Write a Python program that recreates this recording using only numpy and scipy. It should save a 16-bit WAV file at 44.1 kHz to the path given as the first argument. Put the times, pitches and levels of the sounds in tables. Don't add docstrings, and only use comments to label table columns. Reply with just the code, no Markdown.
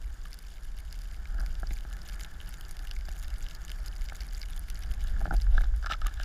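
import sys
import numpy as np
from scipy.fft import rfft, irfft, next_fast_len
from scipy.io import wavfile
from scipy.ndimage import map_coordinates

SR = 44100
rng = np.random.default_rng(int(sys.argv[2]) if len(sys.argv) > 2 else 0)


def output_pcm(signal):
    pcm = np.clip(np.atleast_2d(signal).T, -1, 1) * 32767
    wavfile.write(sys.argv[1], SR, np.round(pcm).astype(np.int16))


N = 275184

# time_s, level_db
BUFFET_LEVEL = [(0, -32.5), (.4, -42.5), (1.0, -36.5), (1.35, -32.5), (1.74, -31.5), (1.9, -39.5),
                (2.15, -37), (2.45, -36.5), (2.8, -36), (3.15, -32.5), (3.6, -38.5), (3.95, -31.5),
                (4.3, -36.5), (4.8, -33), (5.1, -24), (5.33, -25.5), (5.55, -20), (5.63, -25.5),
                (5.74, -23), (5.95, -37), (6.05, -27), (6.15, -32.5), (6.24, -27)]
# frequency_hz, level_db (per Hz)
BUFFET_SPECTRUM = [(4, -30), (8, -9), (17, -3), (30, 0), (45, -2), (58, -8), (86, -22), (113, -30),
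                   (170, -57), (290, -120)]
# pitch_hz, width_hz, level_db
CASE_MODES = [(155, 81, -1), (324.4, 137, -4.5), (642, 200, 0.5), (801, 156, -1.5), (1355, 450, 3),
              (1524, 355, 3), (1716, 213, 3.5), (2156, 546, 5), (2993, 660, 1), (3500, 845, 1),
              (4857, 1220, 3.5), (5700, 580, -9.5), (6850, 1480, 2.5), (9030, 3650, 4.5),
              (10730, 3200, 4.5), (14350, 2600, -1)]
MODE_HZ, MODE_WIDTH_HZ, MODE_DB = np.transpose(CASE_MODES)

# time_s, main_db (before the pushes below), thud_db, hollow_db, bright_db, strongest_bright_hz
KNOCKS_ON_POLE = [(0.2537, -42, -15, -23, 0, 3010), (1.2539, -42, -22, -26, -11, 2220),
                  (1.3843, -47, -6, -17, -16, 4740), (1.6307, -31, -11, -7.5, -21, 5030),
                  (1.708, -43, 5, -7.5, 6, 2140), (1.8495, -38.5, -4, -11.5, -24, 2970),
                  (1.9107, -44, -24, -19, -8, 2960), (3.0847, -36, -10, -8, -6, 4610),
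                  (4.1211, -31.5, -17, -10, -16, 2240), (4.8448, -47, -42, -2, -12, 2190),
                  (5.045, -42, -15, -20, -6, 3300), (5.1627, -42, -12, -21, -7, 2060),
                  (5.2053, -44.5, -4, -2, -5, 2040), (5.213, -40.5, 2, -6, -16, 4630),
                  (5.2204, -47, -1, 3, -11, 2300), (5.2548, -25, -16, -9, -18, 2230),
                  (5.2646, -45, 13.5, -3, -3, 2020), (5.2763, -43, 6, 2, -13, 3340),
                  (5.3086, -23.5, -17, -11, -31, 2310), (5.3239, -35.5, 5, -2, -22, 2130),
                  (5.3362, -37, 0, 0, -20, 2000), (5.3447, -37, -5, -5, -11, 2140),
                  (5.4666, -39, -18, -18, -8, 2000), (5.5278, -55, -3, -3, -4, 2030),
                  (5.5792, -20, -19.5, -23, -16.5, 3730), (5.6091, -30.5, -15, -16, -11, 2780),
                  (5.6364, -30.5, -17, -19, -17, 2000), (5.655, -40, -18, -17, -16, 2180),
                  (5.7377, -43.5, -16, -20, -16, 3740), (5.8266, -35.5, -30, -19, -6, 4760),
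                  (5.8436, -27.5, -33, -21, -32, 2100), (5.8612, -28.5, -32, -19, 0.5, 4840),
                  (5.8996, -29, -17, -8.5, -9, 3840), (5.9125, -34, -20, -11, -31, 3800),
                  (5.9216, -26, -18, -16, 2, 2850), (5.9348, -37.5, -32, -19, 10, 2220),
                  (5.948, -28, -29, -24, -34, 2190), (6.0166, -36, -18, -13, -11, 3880),
                  (6.0469, -31.5, -18, -19, -10.5, 2205), (6.0627, -30.5, -14, -14, -11, 3100),
                  (6.0775, -39, -24, -28, -15, 2950), (6.199, -28.5, -22, -17, -9, 2840)]
KNOCK_RING_HZ = [250, 700, 1500, 2200, 3700, 10000]
KNOCK_PUSH_DB = [-3.5, -1.5, -7, -14.5, -4.5, -27]

# start_s, loudest_s, end_s, push_db (at the loudest moment), hollow_db, bright_db, favoured_hz
RUBS_ON_POLE = [(1.293, 1.43, 1.515, -59, -4.5, -14, 1560), (5.503, 5.536, 5.77, -62, 4, 7.5, 1470),
                (5.834, 5.87, 5.92, -48.5, -25, -4, 1392), (5.891, 5.921, 5.958, -48.5, -10.5, 11.5, 1370),
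                (6.01, 6.078, 6.148, -51.5, -21, -1, 1290), (6.163, 6.236, 6.3, -56.5, -16, 5.5, 1490)]
RUB_START_DB, RUB_END_DB = -8, -20.5

# time_s, peak_db (before the pushes below), strongest_ring_hz, low_db, high_db
BIG_FLAKES = [(0.3307, -29, 4800, -15, -9), (0.3434, -34, 4700, -13, -4), (0.389, -32.5, 5070, -14, -3),
              (0.7868, -34, 3070, -12.5, -6), (0.8026, -36, 2100, -14, -7), (0.9265, -28.5, 4740, -11, -5),
              (0.99, -34, 5270, -12, -11), (1.0176, -33.5, 4750, -19, -9), (1.1443, -33, 1990, -9.5, -11),
              (1.2552, -36, 2170, -3.5, -26), (1.3452, -33, 2060, -22, -12), (1.398, -32.5, 4740, -22, -7),
              (1.4623, -27.5, 4620, -8.5, -10), (1.5531, -33, 3580, -11, -23),
              (1.6714, -31.5, 4900, -15, -27), (1.709, -42, 2050, -14, -28.5), (1.733, -34, 2000, -11, 1),
              (1.7377, -32.5, 6900, -17, -10), (1.7868, -32.5, 5200, -11, -14),
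              (1.8077, -34.5, 2930, -9, -5), (1.9283, -30, 3090, -14, -9), (1.935, -33, 6580, -18, -17),
              (1.9678, -33, 2246, -11, -10), (2.0174, -35, 4730, -17, -19), (2.0632, -38, 2790, -8, -19),
              (2.0874, -25, 4420, -13, -16), (2.0964, -30, 5330, -7, -10), (2.2106, -29.5, 4470, -7, -4),
              (2.2343, -23.5, 7100, -34, -25), (2.2472, -28, 3280, -7.5, -12),
              (2.4028, -34, 3020, -7.5, -26), (2.4136, -39.5, 3000, -3, -6), (2.5257, -33, 3700, -9, -20),
              (2.5401, -28.5, 5450, -11, -8), (2.5975, -61, 3040, -2, 15), (2.61, -29.5, 3030, -13, -5),
              (2.6923, -28.5, 5750, -20, -11), (2.7684, -32.5, 5100, -7, -5),
              (2.792, -25.5, 3140, -16.5, -16), (2.912, -22.5, 3016, -14.5, -22),
              (2.9647, -27, 2180, -14, -20), (3.0097, -32, 2320, -13, -19), (3.0901, -32.5, 4600, -8, -3),
              (3.1973, -35, 6770, -22, -12), (3.2273, -29.5, 2840, -16, -6), (3.2815, -31.5, 3540, -13, -6),
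              (3.3037, -28.5, 3100, -14, -14.5), (3.3403, -31.5, 2030, -14, -22),
              (3.4648, -31.5, 2990, -10, -28), (3.487, -32, 2920, -17, -12),
              (3.5106, -27, 3180, -13.5, -20), (3.55, -27, 5000, -22, -10), (3.6323, -35, 2010, -20, -20),
              (3.65, -32, 6840, -21, -5), (3.681, -31.5, 3110, -9, -12), (3.6947, -33.5, 4860, -4, -28),
              (3.7014, -34, 4600, -1, -4), (3.717, -25, 2930, -15, -8), (3.7883, -38, 2240, -23, -17),
              (3.8614, -27.5, 5230, -20, -10), (3.8822, -30.5, 5020, -17, -8),
              (3.9632, -27.5, 2000, -16, -22), (4.0113, -31, 4770, -13, -23), (4.0184, -27, 2230, -16, -12),
              (4.087, -27.5, 4400, -8, -29.5), (4.0977, -29, 2240, -7, -19), (4.153, -34.5, 4600, -18, -13),
              (4.2059, -32.5, 4810, -4.5, -25), (4.333, -30, 2950, -20, -5),
              (4.3482, -29.5, 4680, -15, -18), (4.4164, -24.5, 4830, -14, -17),
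              (4.4294, -30.5, 4690, -11, -11), (4.4584, -29, 2980, -18, -22), (4.5258, -37, 4800, -13, -18),
              (4.5328, -29, 3420, -16, -21), (4.5763, -31, 3430, -16, -19), (4.594, -37, 10800, -26, -1),
              (4.685, -38, 2300, -3, -6), (4.7008, -23, 5730, -13.5, -9), (4.7561, -38, 4940, -13, -14),
              (4.773, -35, 2050, -10, -21), (4.914, -34.5, 4550, -2.5, -12),
              (4.9383, -29.5, 2040, -12, -10), (5.04, -36, 6880, -21, -1), (5.3657, -29, 4860, -18, -12),
              (5.4014, -36.5, 3580, -8, -17), (5.4134, -30, 2000, -16, -11), (5.4193, -26, 4840, -25, -27),
              (5.5736, -26, 2300, -19, -19), (5.6096, -33, 2770, -14, -8), (5.6177, -30, 2060, -10, -8),
              (5.6423, -31, 3520, -10.5, -31), (6.0162, -27.5, 3760, -8.5, -34),
              (6.068, -18.5, 2900, -14, -8), (6.1401, -28.5, 3585, -20, -11),
              (6.1973, -32.5, 4740, -13, -15), (6.2344, -27.5, 4770, -15, -20)]
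FLAKE_RING_HZ = [500, 1500, 3000, 5500, 11500]
FLAKE_PUSH_DB = [-35, -19, -6, -14.5, -6]
BIG_FLAKE_FALL_DB = 9
# time_s, push_db
SMALL_FLAKE_LEVEL = [(0, -63.5), (1.4, -63.5), (2.1, -59), (2.8, -61.5), (3.6, -59.5), (4.9, -59.5),
                     (6.24, -65.5)]

# start_s, peak_db, pitch_hz (at the start)
GRIP_SQUEAKS = [(0.254, -49.5, 1200), (5.8603, -32, 1390), (5.899, -35, 1340), (5.9102, -26.5, 1340),
                (5.9403, -34.5, 1310), (6.018, -36, 1310), (6.0612, -32, 1245)]
SQUEAK_S, SAG_HZ_PER_S = 0.012, 3500

# time_s, level_db (before a small wobble)
SLIDE_LEVEL = [(0.0, -64), (0.78, -62.5), (1.3, -60), (1.72, -60.5), (2.14, -55.5), (2.78, -59.5),
               (3.81, -56.5), (4.45, -60), (4.97, -57.5), (5.14, -55.5), (5.58, -61.5), (5.91, -61),
               (6.05, -60), (6.24, -56.5)]
# frequency_hz, push_db
SLIDE_TILT = [(300, -3.5), (700, -4), (1500, 2), (2300, -15), (4000, -39)]
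# frequency_hz, push_db
DUST_TILT = [(1500, -40), (2300, -7.5), (4700, -3), (7000, -3), (11000, -9), (14000, -7)]
DUST_DB, DUST_FOLLOWS = -66.5, 0.32

# time_s, level_db (before a small wobble)
DRONE_LEVEL = [(0, -62.5), (.8, -62.5), (1.42, -56.5), (1.7, -60), (2.5, -57), (3.04, -62), (3.45, -58),
               (4.2, -57.5), (4.7, -59), (5.15, -53), (5.3, -45.5), (5.42, -54.5), (6.24, -74)]
# frequency_hz, level_db (per Hz)
DRONE_SPECTRUM = [(47, -13.5), (80, -10), (97, 1), (124, -3), (162, 1), (269, -18), (317, -22),
                  (368, -18.5), (520, -21.5), (680, -41), (1140, -120)]
# frequency_hz, level_db (per Hz)
AIR_SPECTRUM = [(150, -22), (250, -0.5), (400, -2.5), (600, -10.5), (1100, -5), (2000, -27)]
AIR_DB = -66.5
TOP_HZ = 16000


def buffeting():
    level_db, = curves(BUFFET_LEVEL)
    return amp(level_db) * noise(BUFFET_SPECTRUM)


def knocks():
    time_s, main, thud, hollow, bright, bright_hz = np.transpose(KNOCKS_ON_POLE)
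    rings_over_main = [thud, hollow, 0 * main, bright, bright, bright]
    rings_db = np.transpose(main + rings_over_main) + KNOCK_PUSH_DB
    modes_db = coloured(KNOCK_RING_HZ, rings_db) + favoured(bright_hz, boost_db=9)
    return blows(time_s, modes_db, scatter_db=2.1, crumble_s=0.0028, fall_db=8.8, count=3)


def rub_curves():
    strokes = []
    for start_s, loudest_s, end_s, push_db, *tone in RUBS_ON_POLE:
        rows = [(start_s, push_db + RUB_START_DB, *tone),
                (loudest_s, push_db, *tone),
                (end_s, push_db + RUB_END_DB, *tone)]
        strokes.append(curves(rows, left=-120, right=-120))
    return np.max(strokes, axis=0)


def rubbing():
    level_db, hollow_db, bright_db, ring_hz = rub_curves()
    time_s = np.sort(rng.random(3500)) * N / SR
    index = (time_s * SR).astype(int)
    rings_db = [hollow_db - 2.5, hollow_db, 0 * level_db, bright_db - 12.5, bright_db, bright_db - 24]
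    tone_db = coloured(KNOCK_RING_HZ, np.transpose(rings_db)[index])
    uneven_db = level_db + 3.5 * wobble(150)
    slip_hz = np.maximum(ring_hz[index], 1)
    modes_db = uneven_db[index] + tone_db + favoured(slip_hz, boost_db=6)
    return blows(time_s, modes_db, scatter_db=3, crumble_s=0.001, fall_db=5, count=2)


def big_flakes():
    time_s, peak, ring_hz, low, high = np.transpose(BIG_FLAKES)
    rings_db = np.transpose(peak + [low, low, low, 0 * peak, high]) + FLAKE_PUSH_DB
    modes_db = coloured(FLAKE_RING_HZ, rings_db) + favoured(ring_hz, boost_db=8.8)
    return blows(time_s, modes_db, scatter_db=2.1, crumble_s=0.0006, fall_db=BIG_FLAKE_FALL_DB, count=4)


def small_flakes():
    count = 2000
    place = (np.arange(count) + 8 * rng.random(count)) % count
    time_s = place * N / SR / count
    index = (time_s * SR).astype(int)
    typical_db = curves(SMALL_FLAKE_LEVEL)[0][index]
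    spread_db = 3.75 * np.minimum(rng.exponential(size=count), 2.6)
    clumps_db = 4 * wobble(38)[index]
    lean_db = 5 * rng.standard_normal((count, 1)) * [-0.22, 0.1, -0.48, 0.21, 0.64]
    rings_db = lean_db + [-36.0, -19, -9.5, -5.0, -8.5]
    modes_db = typical_db + spread_db + clumps_db + coloured(FLAKE_RING_HZ, rings_db)
    return blows(time_s, modes_db, scatter_db=5.24, crumble_s=0.00078, fall_db=3.56, count=3)


def squeaks():
    out = np.zeros(N + SR)
    t = np.arange(SR // 20) / SR
    shape = np.sin(np.pi * np.sqrt(np.minimum(t / SQUEAK_S, 1)))
    for start_s, peak_db, pitch_hz in GRIP_SQUEAKS:
        cycles = (pitch_hz - SAG_HZ_PER_S * t / 2) * t
        out[round(start_s * SR):][:len(t)] += amp(peak_db) * shape * np.sin(2 * np.pi * cycles)
    return out[:N]


def board():
    slide_db, = curves(SLIDE_LEVEL)
    dust_db = DUST_DB + DUST_FOLLOWS * swings(slide_db)
    slide = amp(slide_db + 1.53 * wobble(45)) * steady_ringing(SLIDE_TILT)
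    dust = amp(dust_db + 1.8 * wobble(40)) * steady_ringing(DUST_TILT)
    return slide + dust


def wind_drone():
    level_db, = curves(DRONE_LEVEL)
    return amp(level_db + 2.6 * wobble(18)) * noise(DRONE_SPECTRUM)


def air_rush():
    return amp(AIR_DB) * noise(AIR_SPECTRUM)


def case(pushes):
    hz, width, db = MODE_HZ[:, None], MODE_WIDTH_HZ[:, None], MODE_DB[:, None]
    turn = np.where(hz < 2000, (-1) ** np.arange(len(CASE_MODES))[:, None], 1)
    gain = turn * amp(db) * SR * np.e * width / (2 * np.pi)

    def modes(f):
        resonance = 1j * f / (hz * hz - f * f + 1j * f * width)
        return gain * resonance ** 2

    return filtered(pushes, modes).sum(axis=0)


def steady_ringing(tilt):
    points_hz, push_db = np.transpose(tilt)
    push = amp(coloured(points_hz, [push_db])) * rng.standard_normal((len(CASE_MODES), N))
    return unit(case(push))


def blows(time_s, db, scatter_db, crumble_s, fall_db, count):
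    piece = np.arange(count)
    chance = rng.standard_normal((len(time_s), len(CASE_MODES) + 2 * count))
    mode_chance, size_chance, delay_chance = np.split(chance, [len(CASE_MODES), len(CASE_MODES) + count], axis=1)
    size = amp(db + scatter_db * mode_chance.T)
    delay_s = np.cumsum(np.abs(delay_chance), axis=1) * crumble_s * (piece > 0)
    part = amp(-fall_db * piece) * np.where(piece > 0, size_chance, 1)
    at = np.round((time_s[:, None] + delay_s) * SR)
    at = np.clip(at, 0, N - 1).astype(int).ravel()
    return np.array([np.bincount(at, (row[:, None] * part).ravel(), N) for row in size])


def coloured(points_hz, colours_db):
    return np.array([along(MODE_HZ, points_hz, row) for row in colours_db]).T


def favoured(ring_hz, boost_db):
    octaves = np.log2(MODE_HZ[:, None] / ring_hz)
    return boost_db * np.exp(-(octaves / 0.13) ** 2)


def amp(db):
    return 10 ** (np.asarray(db) / 20)


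def unit(x):
    return x / np.sqrt(np.mean(x ** 2) + 1e-20)


def swings(db):
    return db - db.mean()


def along(hz, points_hz, values):
    return np.interp(np.log(hz + 1), np.log(np.asarray(points_hz) + 1), values)


def curves(rows, **ends):
    time_s, *columns = np.transpose(rows)
    return [np.interp(np.arange(N) / SR, time_s, column, **ends) for column in columns]


def wobble(rate):
    points = rng.standard_normal(int(N * rate / SR) + 4)
    return map_coordinates(points, [np.arange(N) * rate / SR])


def filtered(x, response):
    size = next_fast_len(N + SR // 4)
    spectrum = rfft(x, size) * response(np.fft.rfftfreq(size, 1 / SR))
    return irfft(spectrum, size)[..., :N]


def noise(spectrum):
    points_hz, level_db = np.transpose(spectrum)
    return unit(filtered(rng.standard_normal(N), lambda hz: amp(along(hz, points_hz, level_db))))


def scene():
    struck_case = case(knocks() + rubbing() + big_flakes() + small_flakes())
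    mono = buffeting() + struck_case + squeaks() + board() + wind_drone() + air_rush()
    return mono[None]


def record(dry):
    return filtered(dry, lambda hz: amp(along(hz, [14800, 15900], [0, -22])) * (hz < TOP_HZ))


dry = scene()
out = record(dry)
output_pcm(out)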